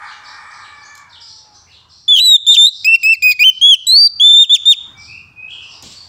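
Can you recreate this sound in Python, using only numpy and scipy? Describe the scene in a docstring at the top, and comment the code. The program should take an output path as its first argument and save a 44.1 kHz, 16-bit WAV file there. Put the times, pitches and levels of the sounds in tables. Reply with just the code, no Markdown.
"""A caged magpie-robin sings

The bird sings one loud phrase of whistles close to a camera; twice both sides of its voice box
(the syrinx) sound together. Behind it are far traffic, chattering birds and a distant rooster
ending its crow, and the cage ticks and is bumped. House walls echo, and the camera's automatic
volume control turns the yard down under the song."""
import sys
import numpy as np
from scipy import signal
from scipy.fft import rfft, irfft, next_fast_len
from scipy.io import wavfile
from scipy.ndimage import uniform_filter1d, minimum_filter1d, map_coordinates

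SR = 44100
rng = np.random.default_rng(int(sys.argv[2]) if len(sys.argv) > 2 else 0)


def pcm_store(signal):
    """Save signal as 16-bit PCM."""
    levels = np.round(np.clip(np.atleast_2d(signal), -1, 1) * 32767)
    wavfile.write(sys.argv[1], SR, levels.astype(np.int16).T)


N = 268128


def amp(db):
    """Turn decibels into a number to multiply by."""
    return 10 ** (np.asarray(db) / 20)


def unit(x):
    """Scale a signal to an average (rms) size of 1."""
    return x / np.sqrt(np.mean(x ** 2) + 1e-20)


def along(points, hz):
    """Read a (frequency, value) table at hz, on a log frequency scale."""
    freqs, values = np.transpose(points)
    return np.interp(np.log(hz + 1), np.log(freqs + 1), values)


def curves(rows, t):
    """Read each column after the first (time) at the times t."""
    times, *columns = np.transpose(rows)
    return [np.interp(t, np.sort(times), column) for column in columns]


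def wobble(rate):
    """A smooth random curve with `rate` new values a second."""
    return map_coordinates(rng.standard_normal(int(N * rate / SR) + 4), [np.arange(N) * rate / SR])


def filtered(x, response):
    """Multiply each frequency in x by response(hz)."""
    size = next_fast_len(N + SR // 2)
    return irfft(rfft(x, size) * response(np.fft.rfftfreq(size, 1 / SR)), size)[:N]


def lowpass(hz, cutoff_hz):
    """A gain that keeps the lows and fades out above the cutoff."""
    return 1 / (1 + (hz / cutoff_hz) ** 4)


def noise(colour):
    """Noise of size 1, shaped by a (frequency, level) table."""
    return unit(filtered(rng.standard_normal(N), lambda hz: amp(along(colour, hz))))


def phase_of(hz):
    """The running angle of a wave whose pitch moves."""
    return 2 * np.pi * np.cumsum(hz) / SR


# How long the walls echo at stretch 1: (frequency [Hz], time to fade by 60 dB [s])
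WALL_DECAY = [(300, 0.05), (3000, 0.49), (6000, 0.5), (12000, 0.17)]


def echo(x, stretch):
    """The blurred echo of the yard; a larger stretch makes it last longer."""
    hz, t, spectrum = signal.stft(rng.standard_normal(SR), SR, nperseg=256)
    decay = amp(-60 * t / (stretch * along(WALL_DECAY, hz)[:, None]))
    tail = signal.istft(spectrum * decay, SR, nperseg=256)[1]
    tail *= 1 - np.exp(-np.arange(len(tail)) / SR / 0.012)
    return signal.fftconvolve(x, tail / np.linalg.norm(tail))[:N]


# Single bounces off the porch and the house opposite: (delay [s], level [dB])
WALL_BOUNCES = [(.0052, -21.5), (0.0136, -24.5), (.058, -39), (.088, -35)]


def reflections(x, dull_hz=5200):
    """Delayed copies from the walls, which scatter the treble away."""
    def response(hz):
        copies = sum(amp(db) * np.exp(-2j * np.pi * hz * delay) for delay, db in WALL_BOUNCES)
        return copies * lowpass(hz, dull_hz)
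    return filtered(x, response)


# How loud the background is: (time [s], traffic level [dB], air level [dB])
YARD_LEVELS = [(0, -60.5, -56.5), (1.5, -60, -57), (2.05, -57.5, -61), (3.5, -47, -58.5), (4.7, -52.5, -52),
               (5.2, -50, -53), (5.6, -56.5, -56), (6.08, -56, -50.5)]
# Tone colours of the traffic and the air: (frequency [Hz], level [dB])
TRAFFIC_COLOUR = [(20, -21), (50, -12), (85, 2.5), (130, -6), (200, -12.5), (280, -17.5), (400, -21.5),
                  (900, -50.5)]
AIR_COLOUR = [(100, -10), (300, -4), (500, -5), (780, 1), (1250, 2), (1900, -7), (4000, -14), (7500, -19),
              (10000, -30), (15500, -35)]


def yard(t, patchy_db=3):
    """Far traffic rumbles, and outdoor air swells in shifting patches."""
    traffic_db, air_db = curves(YARD_LEVELS, t)
    spectrum = signal.stft(noise(AIR_COLOUR), nperseg=1024)[2]
    patches = uniform_filter1d(rng.standard_normal(spectrum.shape), size=5, axis=0)
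    patches = unit(uniform_filter1d(patches, size=12, axis=1))
    air = unit(signal.istft(spectrum * amp(patchy_db * patches), nperseg=1024)[1][:N])
    traffic = amp(traffic_db + 0.83 * wobble(16)) * noise(TRAFFIC_COLOUR)
    return traffic + amp(air_db + 2.3 * wobble(3.87)) * air


# The course of the crow: (time [s], pitch [Hz], relative level [dB], roughness [0-1])
CROW_SHAPE = [(0, 598.5, -28.5, 0.84), (.15, 595.6, -38.5, 0.68), (.25, 596, -37.5, 0.66),
              (.5, 599.5, -35, 0.51), (.7, 583.2, -38, 0.27), (.95, 572.4, -38.5, 0.16),
              (1.05, 550.7, -44.5, 0.52), (1.15, 464.3, -51, 0.3), (1.3, 443.5, -55.5, 0.04),
              (1.55, 412, -52.5, 0.08), (1.7, 400, -62, 0.02)]
# Tone colour of the rooster's throat: (frequency [Hz], level [dB])
THROAT_COLOUR = [(200, -56), (400, -45.5), (610, -24), (830, 5.5), (1000, 2.5), (1180, 1), (1450, 1.5),
                 (1750, -1.5), (2050, -7.5), (2330, -2.5), (2650, -31.5), (3500, -18.5), (9000, -29),
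                 (16000, -63)]


def rooster(t, jitter=0.11, rasp=0.5, direct_db=-5, closing_hz=1100):
    """A hoarse crow clears to a held note, then falls and dulls as the beak closes."""
    hz, db, roughness = curves(CROW_SHAPE, t)
    phase = phase_of(hz * (1 + jitter * roughness * wobble(180)))
    harmonics = sum(np.sin(k * phase) for k in range(1, 7))
    voice = unit(filtered(harmonics, lambda f: amp(along(THROAT_COLOUR, f))))
    closed = np.interp(hz, [430, 465], [1, 0])
    voice += closed * (filtered(voice, lambda f: lowpass(f, closing_hz)) - voice)
    noisy_share = np.clip(rasp * roughness, 0, 1)
    level = amp(db - 2 + 0.84 * wobble(12))
    crow = level * (np.sqrt(1 - noisy_share) * voice + np.sqrt(noisy_share) * noise(THROAT_COLOUR))
    return amp(direct_db) * crow + echo(crow, stretch=1.0)


# One bird's falling chips, and quick upward flicks: (time [s], relative level [dB])
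FALLING_CHIPS = [(0.043, -42.5), (0.583, -45.5), (1.083, -44.5), (1.684, -45.5)]
RISING_FLICKS = [(.118, -49), (.828, -46)]
# Buzzy trills: (time [s], length [s], relative level [dB])
BUZZY_TRILLS = [(0.22, 0.12, -42), (0.487, 0.093, -44.5), (0.711, 0.14, -54), (1.199, 0.047, -36),
                (1.257, 0.073, -39.5), (1.348, 0.05, -40.5), (1.517, 0.062, -47), (1.883, 0.069, -44),
                (1.955, 0.067, -47.5), (2.691, 0.11, -29), (2.971, 0.077, -35.5), (3.287, 0.21, -43.5),
                (3.475, .1, -36), (3.753, 0.068, -38), (4.222, 0.08, -33.5), (4.961, 0.13, -39.5),
                (5.608, 0.059, -49), (5.684, 0.092, -39)]
# Far whistles: (time [s], length [s], start pitch [Hz], end pitch [Hz], trill depth [Hz],
# relative level [dB])
DISTANT_WHISTLES = [(.283, .55, 8060, 7740, 310, -60), (.803, .04, 4950, 4200, 100, -45),
                    (.838, .035, 6200, 6700, 300, -44), (1.54, .05, 6050, 5900, 250, -44.5),
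                    (1.658, 0.072, 2400, 2770, 300, -50), (4.94, 0.16, 2278, 2388, 17, -41.5),
                    (5.061, .14, 2447, 2716, 115, -34.5), (5.355, 0.14, 2471, 2614, 10, -33),
                    (5.476, .094, 2866, 3374, 260, -32.5), (5.578, 0.091, 2763, 2782, 182, -38),
                    (5.944, 0.077, 4534, 4484, 240, -37)]
# Tone colour of the buzz around a trill: (frequency [Hz], level [dB])
BUZZ_COLOUR = [(2000, -46.5), (3500, 1), (5500, 0.5), (6600, -13.5), (7400, 0), (8400, -12), (9500, -29),
               (16000, -40)]


def chatter(t, trill_hz=42, deep_trill_hz=720, echo_db=-2, direct_db=-4, buzz_db=-13):
    """Far birds trill and glide, heard mostly by way of the walls; deep trills carry a buzz."""
    # give every call the same columns as the far whistles
    rows = [(start, 0.1, 5150, 2600, 470, db) for start, db in FALLING_CHIPS]
    rows += [(start, length, 5400, 4600, deep_trill_hz, db) for start, length, db in BUZZY_TRILLS]
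    rows += [(start, .02, 4900, 7700, 86, db) for start, db in RISING_FLICKS]
    rows += DISTANT_WHISTLES
    calls, buzz = np.zeros((2, N))
    scatter, pace = wobble(260), wobble(25)
    pulsing = amp(2.5 * wobble(90))
    for start, length, start_hz, end_hz, depth_hz, db in rows:
        span = (t > start) & (t < start + length)
        progress = (t[span] - start) / length
        # each turn of the trill jumps up and slides down
        turn = phase_of(trill_hz * (1 + 0.21 * pace[span])) + rng.uniform(0, 2 * np.pi)
        trill = signal.sawtooth(turn, .25) + .38 * scatter[span]
        phase = phase_of(start_hz + (end_hz - start_hz) * progress + depth_hz * trill)
        swell = amp(db) * pulsing[span] * np.sqrt(2) * np.sin(np.pi * progress)
        calls[span] += swell * (np.sin(phase) + amp(-39) * np.sin(2 * phase))
        buzz[span] += swell * depth_hz / deep_trill_hz
    calls += amp(buzz_db) * buzz * noise(BUZZ_COLOUR)
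    return amp(direct_db) * calls + amp(echo_db) * echo(calls, stretch=1.08)


# Claws on the cage: (time [s], relative level [dB])
CLAW_TICKS = [(0.9522, -28), (0.9768, -30.5), (5.8248, -25.5)]
# The bump: (time [s], thud level [dB], rustle level [dB])
BUMP_LEVELS = [(5.815, -92.5, -94), (5.83, -40.5, -40.5), (5.87, -46.5, -39.5), (5.93, -52, -39),
               (6.0, -81, -47), (6.08, -62, -51)]
# Tone colours of the ticks, the thud and the rustle: (frequency [Hz], level [dB])
CLAW_COLOUR = [(1500, -17), (4000, 10), (7200, 14), (9500, -8.5), (13000, 3), (15300, -20)]
THUD_COLOUR = [(40, -17.5), (110, -7.5), (230, -6), (450, -18), (1000, -19), (2500, -43)]
RUSTLE_COLOUR = [(880, -38.5), (1500, -30), (2230, -11.5), (3550, -2.5), (5600, -4), (6500, -13.5),
                 (7540, -5), (9370, -30.5), (16000, -38.5)]


def cage(t, tick_db=-7, tick_decay_s=.004):
    """Claws tick on the cage, and a bump leaves the thin bars rustling."""
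    taps = sum(amp(db + tick_db) * np.exp(-np.abs(t - start) / tick_decay_s) * (t >= start)
               for start, db in CLAW_TICKS)
    ticks = taps * noise(CLAW_COLOUR)
    thud_db, rustle_db = curves(BUMP_LEVELS, t)
    rustle = amp(rustle_db + 1.1 * wobble(120)) * noise(RUSTLE_COLOUR)
    return ticks + amp(-4.5) * echo(ticks, stretch=0.55) + amp(thud_db) * noise(THUD_COLOUR) + rustle


def whistle(t, start, hold, dive_s, octaves, start_hz, crest_hz, end_hz, crest, slur,
            db, swell_s, fade_db, first_db, middle_db, last_db, rasp_db,
            attack_s=.002, brighten_s=.0059, thinning_db=10.5, thinning_s=.0068):
    """A note arches and breaks off in a dive: gives its span, pitch, and tone, overtone, rasp levels."""
    span = (t > start) & (t < start + hold + dive_s)
    age = t[span] - start
    progress = age / hold
    dive = np.maximum(age - hold, 0) / dive_s
    crest = np.clip(crest, .02, .98)
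    rise = np.sin(np.pi / 2 * np.minimum(progress / crest, 1)) ** slur
    sag = np.clip((progress - crest) / (1 - crest), 0, 1) ** 2
    arch_hz = start_hz + (crest_hz - start_hz) * rise + (end_hz - crest_hz) * sag
    hz = arch_hz * 2 ** (-octaves * dive ** 1.3)
    gate = np.sin(np.pi / 2 * np.minimum(age / attack_s, 1)) ** 2 * np.abs(1 - dive) ** 1.4
    effort = 1 - 0.85 * np.exp(-age / swell_s)  # a little sounds at once, the rest swells in
    dive_loss_db = thinning_db * (1 - np.exp(-dive * dive_s / thinning_s))
    level = gate * effort * amp(db - fade_db * sag - dive_loss_db)
    bright = gate * amp(np.interp(progress, [0, .5, 1], [first_db, middle_db, last_db]))
    # the voice catches as it starts and as it breaks
    start_rasp = bright * amp(-8) * np.exp(-(age / .005) ** 2)
    break_rasp = level * amp(rasp_db) * np.exp(-((age - hold) / .008) ** 2)
    bright *= np.minimum(age / brighten_s, 1)  # overtones come in just after the tone
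    return span, hz, level, bright, start_rasp + break_rasp


def warble(t, start, length, start_hz, end_hz, rate, db, fade_db, rasp_db,
           depth_hz=167, dip_db=2, overtone_db=-23.5, edge_s=.002):
    """A hoarse shake of the pitch, quieter at the top of each shake: gives the same parts as whistle."""
    span = (t > start) & (t < start + length)
    age = t[span] - start
    progress = age / length
    shake = -np.sin(2 * np.pi * rate * age)
    hz = start_hz + (end_hz - start_hz) * progress + depth_hz * shake
    gate = np.minimum(np.minimum(age, length - age) / edge_s, 1)
    level = gate * amp(db - fade_db * progress - dip_db * shake)
    return span, hz, level, amp(overtone_db) * level, amp(rasp_db) * level


# The song: (time [s], hold [s], dive length [s], dive depth [octaves], start pitch [Hz],
# crest pitch [Hz], end pitch [Hz], place of the crest in the hold [0-1], slur [small = quick scoop],
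# level [dB], swell [s], fade [dB], overtones at the start [dB], in the middle [dB], at the end [dB],
# relative rasp at the break [dB])
SONG_WHISTLES = [(2.079, 0.078, 0.0036, .05, 3470, 3498, 3220, .25, 5, 9.9, .012, 4.5, -20, -28.5, -13.5, -33.5),
                 (2.182, 0.18, 0.011, 0.19, 3625, 3968, 3621, 0.26, 1.6, 6.36, 0.029, -6, -26, -9, -17, -40),
                 (2.465, 0.068, 0.047, 0.84, 3560, 3627, 3600, .35, 3.8, 10.9, 0.015, -4, -10.5, -13, -9.5, -29),
                 (2.513, .036, 0.023, .65, 4067, 4000, 3593, 0.19, 1.6, 1.1, 0.01, -11, -13.5, -17.5, -12.5, -15.5),
                 (2.563, 0.098, .003, 0.06, 2838, 3562, 3670, .1, 2.2, 13.7, 0.014, 1.5, -22, -9, -9.5, -35.5),
                 (2.844, 0.11, 0.014, 0.39, 2513, 2673, 2730, 0.37, 5.8, 7.7, 0.031, -0.5, -9, -30, -15.5, -32.5),
                 (3.03, 0.11, 0.021, .4, 2452, 2660, 2517, .92, 0.54, 8.44, 0.031, 10, -11, -19.5, -16.5, -35.5),
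                 (3.221, .1, .018, 0.32, 2413, 2513, 2477, 0.22, 4.7, 8.8, 0.017, 4.5, -11.5, -18.5, -11, -21),
                 (3.391, 0.04, 0.0059, 0.026, 2280, 2474, 2464, .58, 1.65, 7.8, 0.019, -0.5, -16.5, -15.5, -11.5, -38.5),
                 (3.434, 0.065, 0.0082, 0.19, 2498, 3112, 3047, 0.35, 0.72, 10.3, .005, -4.5, -20.5, -16, -14, -48.5),
                 (3.612, .131, .016, 0.3, 3020, 3384, 3017, .57, 0.45, 11.7, 0.024, -6, -16.5, -16, -7, -31),
                 (3.867, .205, .012, .42, 3879, 4666, 4692, .77, 1.8, 9.8, 0.035, 2.5, -7, -22.5, -22, -44),
                 (4.197, .234, 0.027, 0.56, 3106, 3556, 3648, .4, .45, 12, 0.022, -1.5, -17.5, -18, -15, -41.5),
                 (4.494, 0.057, .024, 0.73, 3448, 3638, 3425, .7, 5.5, 13, 0.039, 0.5, -23.5, -23.5, -10, -25.5),
                 (4.654, 0.07, .022, 0.75, 3566, 3700, 3550, .61, 2.5, 10.7, 0.015, -0.5, -16.5, -20, -10.5, -26)]
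# Fast shakes that close two whistles: (time [s], length [s], start pitch [Hz], end pitch [Hz],
# shakes [per s], level [dB], fade [dB], relative rasp [dB])
SONG_WARBLES = [(2.161, .04, 3246, 2968, 84, 8, 3.5, -26), (2.665, .03, 3843, 4046, 57, 16.5, 15.5, -43)]
# Fainter tones above each note: (multiple of the pitch, relative level [dB])
SONG_OVERTONES = [(2, 5), (3, -3), (4, -15), (5, -19.5), (6, -7)]
# Tone colours of the overtones and the rasp: (frequency [Hz], level [dB])
BEAK_COLOUR = [(4500, 3.5), (6200, -6), (7500, 0.5), (9000, -4), (11500, -4), (13500, -5.5), (14400, -3.5),
               (15600, -18.5), (16000, -22)]
VOICE_RASP_COLOUR = [(200, -27.5), (380, -8), (1200, -29), (2200, -9), (3500, 25.5), (5500, 4), (7500, 8),
                     (9500, -12.5), (13000, -15.5), (15200, -22.5), (16000, -17)]


def robin(t, shimmer_db=2, coupling_db=-32, rasp_db=3, ring_hz=15100, ring_width_hz=380, ring_db=-25):
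    """Nearly pure whistles; where two overlap, the sides of the voice box beat and make sum tones."""
    pure, squares, overtones, rasp_level = np.zeros((4, N))
    waver = 1 + .0018 * wobble(200) + .0037 * wobble(55)
    flutter = amp(.3 * wobble(180) + 1.06 * wobble(60))
    tremor = wobble(450)
    grits = [wobble(900) for _ in SONG_OVERTONES]
    shimmers = [amp(shimmer_db * wobble(70)) for _ in SONG_OVERTONES]
    notes = [whistle(t, *row) for row in SONG_WHISTLES] + [warble(t, *row) for row in SONG_WARBLES]
    for span, hz, level, bright, rasp in notes:
        # a rasping voice also loses its steady pitch
        roughness = np.minimum(rasp / (level + 1e-6), .12)
        hz = hz * (waver[span] + 0.26 * roughness * tremor[span])
        phase = phase_of(hz)
        tone = np.sqrt(2) * level * flutter[span] * np.sin(phase)
        pure[span] += tone
        squares[span] += tone ** 2
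        rasp_level[span] += np.sqrt(2) * rasp
        # a narrow high resonance lifts any overtone that crosses it, most on low notes
        ring = level * amp(ring_db) * (3000 / np.maximum(hz, 2450)) ** 5
        for (multiple, db), shimmer, grit in zip(SONG_OVERTONES, shimmers, grits):
            overtone_hz = multiple * hz
            gain = bright * amp(db + along(BEAK_COLOUR, overtone_hz)) * (overtone_hz < SR / 2)
            gain += ring / (1 + ((overtone_hz - ring_hz) / ring_width_hz) ** 4)
            hoarseness = (.03 + 1.5 * roughness) * grit[span]
            overtones[span] += np.sqrt(2) * gain * shimmer[span] * np.sin(multiple * (phase + hoarseness))
    # the two voices multiply, and only the high part leaves the beak
    sum_tones = filtered(pure ** 2 - squares, lambda hz: 1 - lowpass(hz, 4500))
    rasp_noise = amp(rasp_db) * rasp_level * noise(VOICE_RASP_COLOUR)
    return pure + overtones + amp(coupling_db) * sum_tones + rasp_noise


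def scene(echo_db=-28):
    """The near singer and its echoes over the other sounds of the yard, in mono."""
    t = np.arange(N) / SR
    song = robin(t)
    near = song + reflections(song) + amp(echo_db) * echo(song, stretch=0.75)
    return (near + chatter(t) + rooster(t) + cage(t) + yard(t))[None]


def record(dry, threshold_db=-14, max_cut_db=14, release_db_per_s=105, top_hz=15900):
    """The volume control drops at once on loud notes and creeps back; the highest treble is cut off."""
    peak_db = 20 * np.log10(-minimum_filter1d(-np.abs(dry[0]), size=180) + 1e-9)
    needed_db = np.clip(peak_db - threshold_db, 0, max_cut_db)
    needed_db = np.maximum(needed_db, peak_db + .1)  # cut more only if a peak would overload
    creep_db = release_db_per_s * np.arange(N) / SR
    cut_db = uniform_filter1d(np.maximum.accumulate(needed_db + creep_db) - creep_db, size=90)
    # a fine trim reads the level only every 20 ms, so its steps crackle faintly on loud notes
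    block, first = SR // 50, int(.012 * SR)
    readings_db = (peak_db - cut_db)[first::block]
    held_db = np.pad(np.repeat(readings_db, block), (first, 0), mode="edge")[:N]
    trim_db = uniform_filter1d(.4 - .2 * np.clip(held_db + 6, 0, None), size=12)
    return filtered(dry[0] * amp(trim_db - cut_db), lambda hz: hz < top_hz)[None]


dry = scene()
out = record(dry)
pcm_store(out)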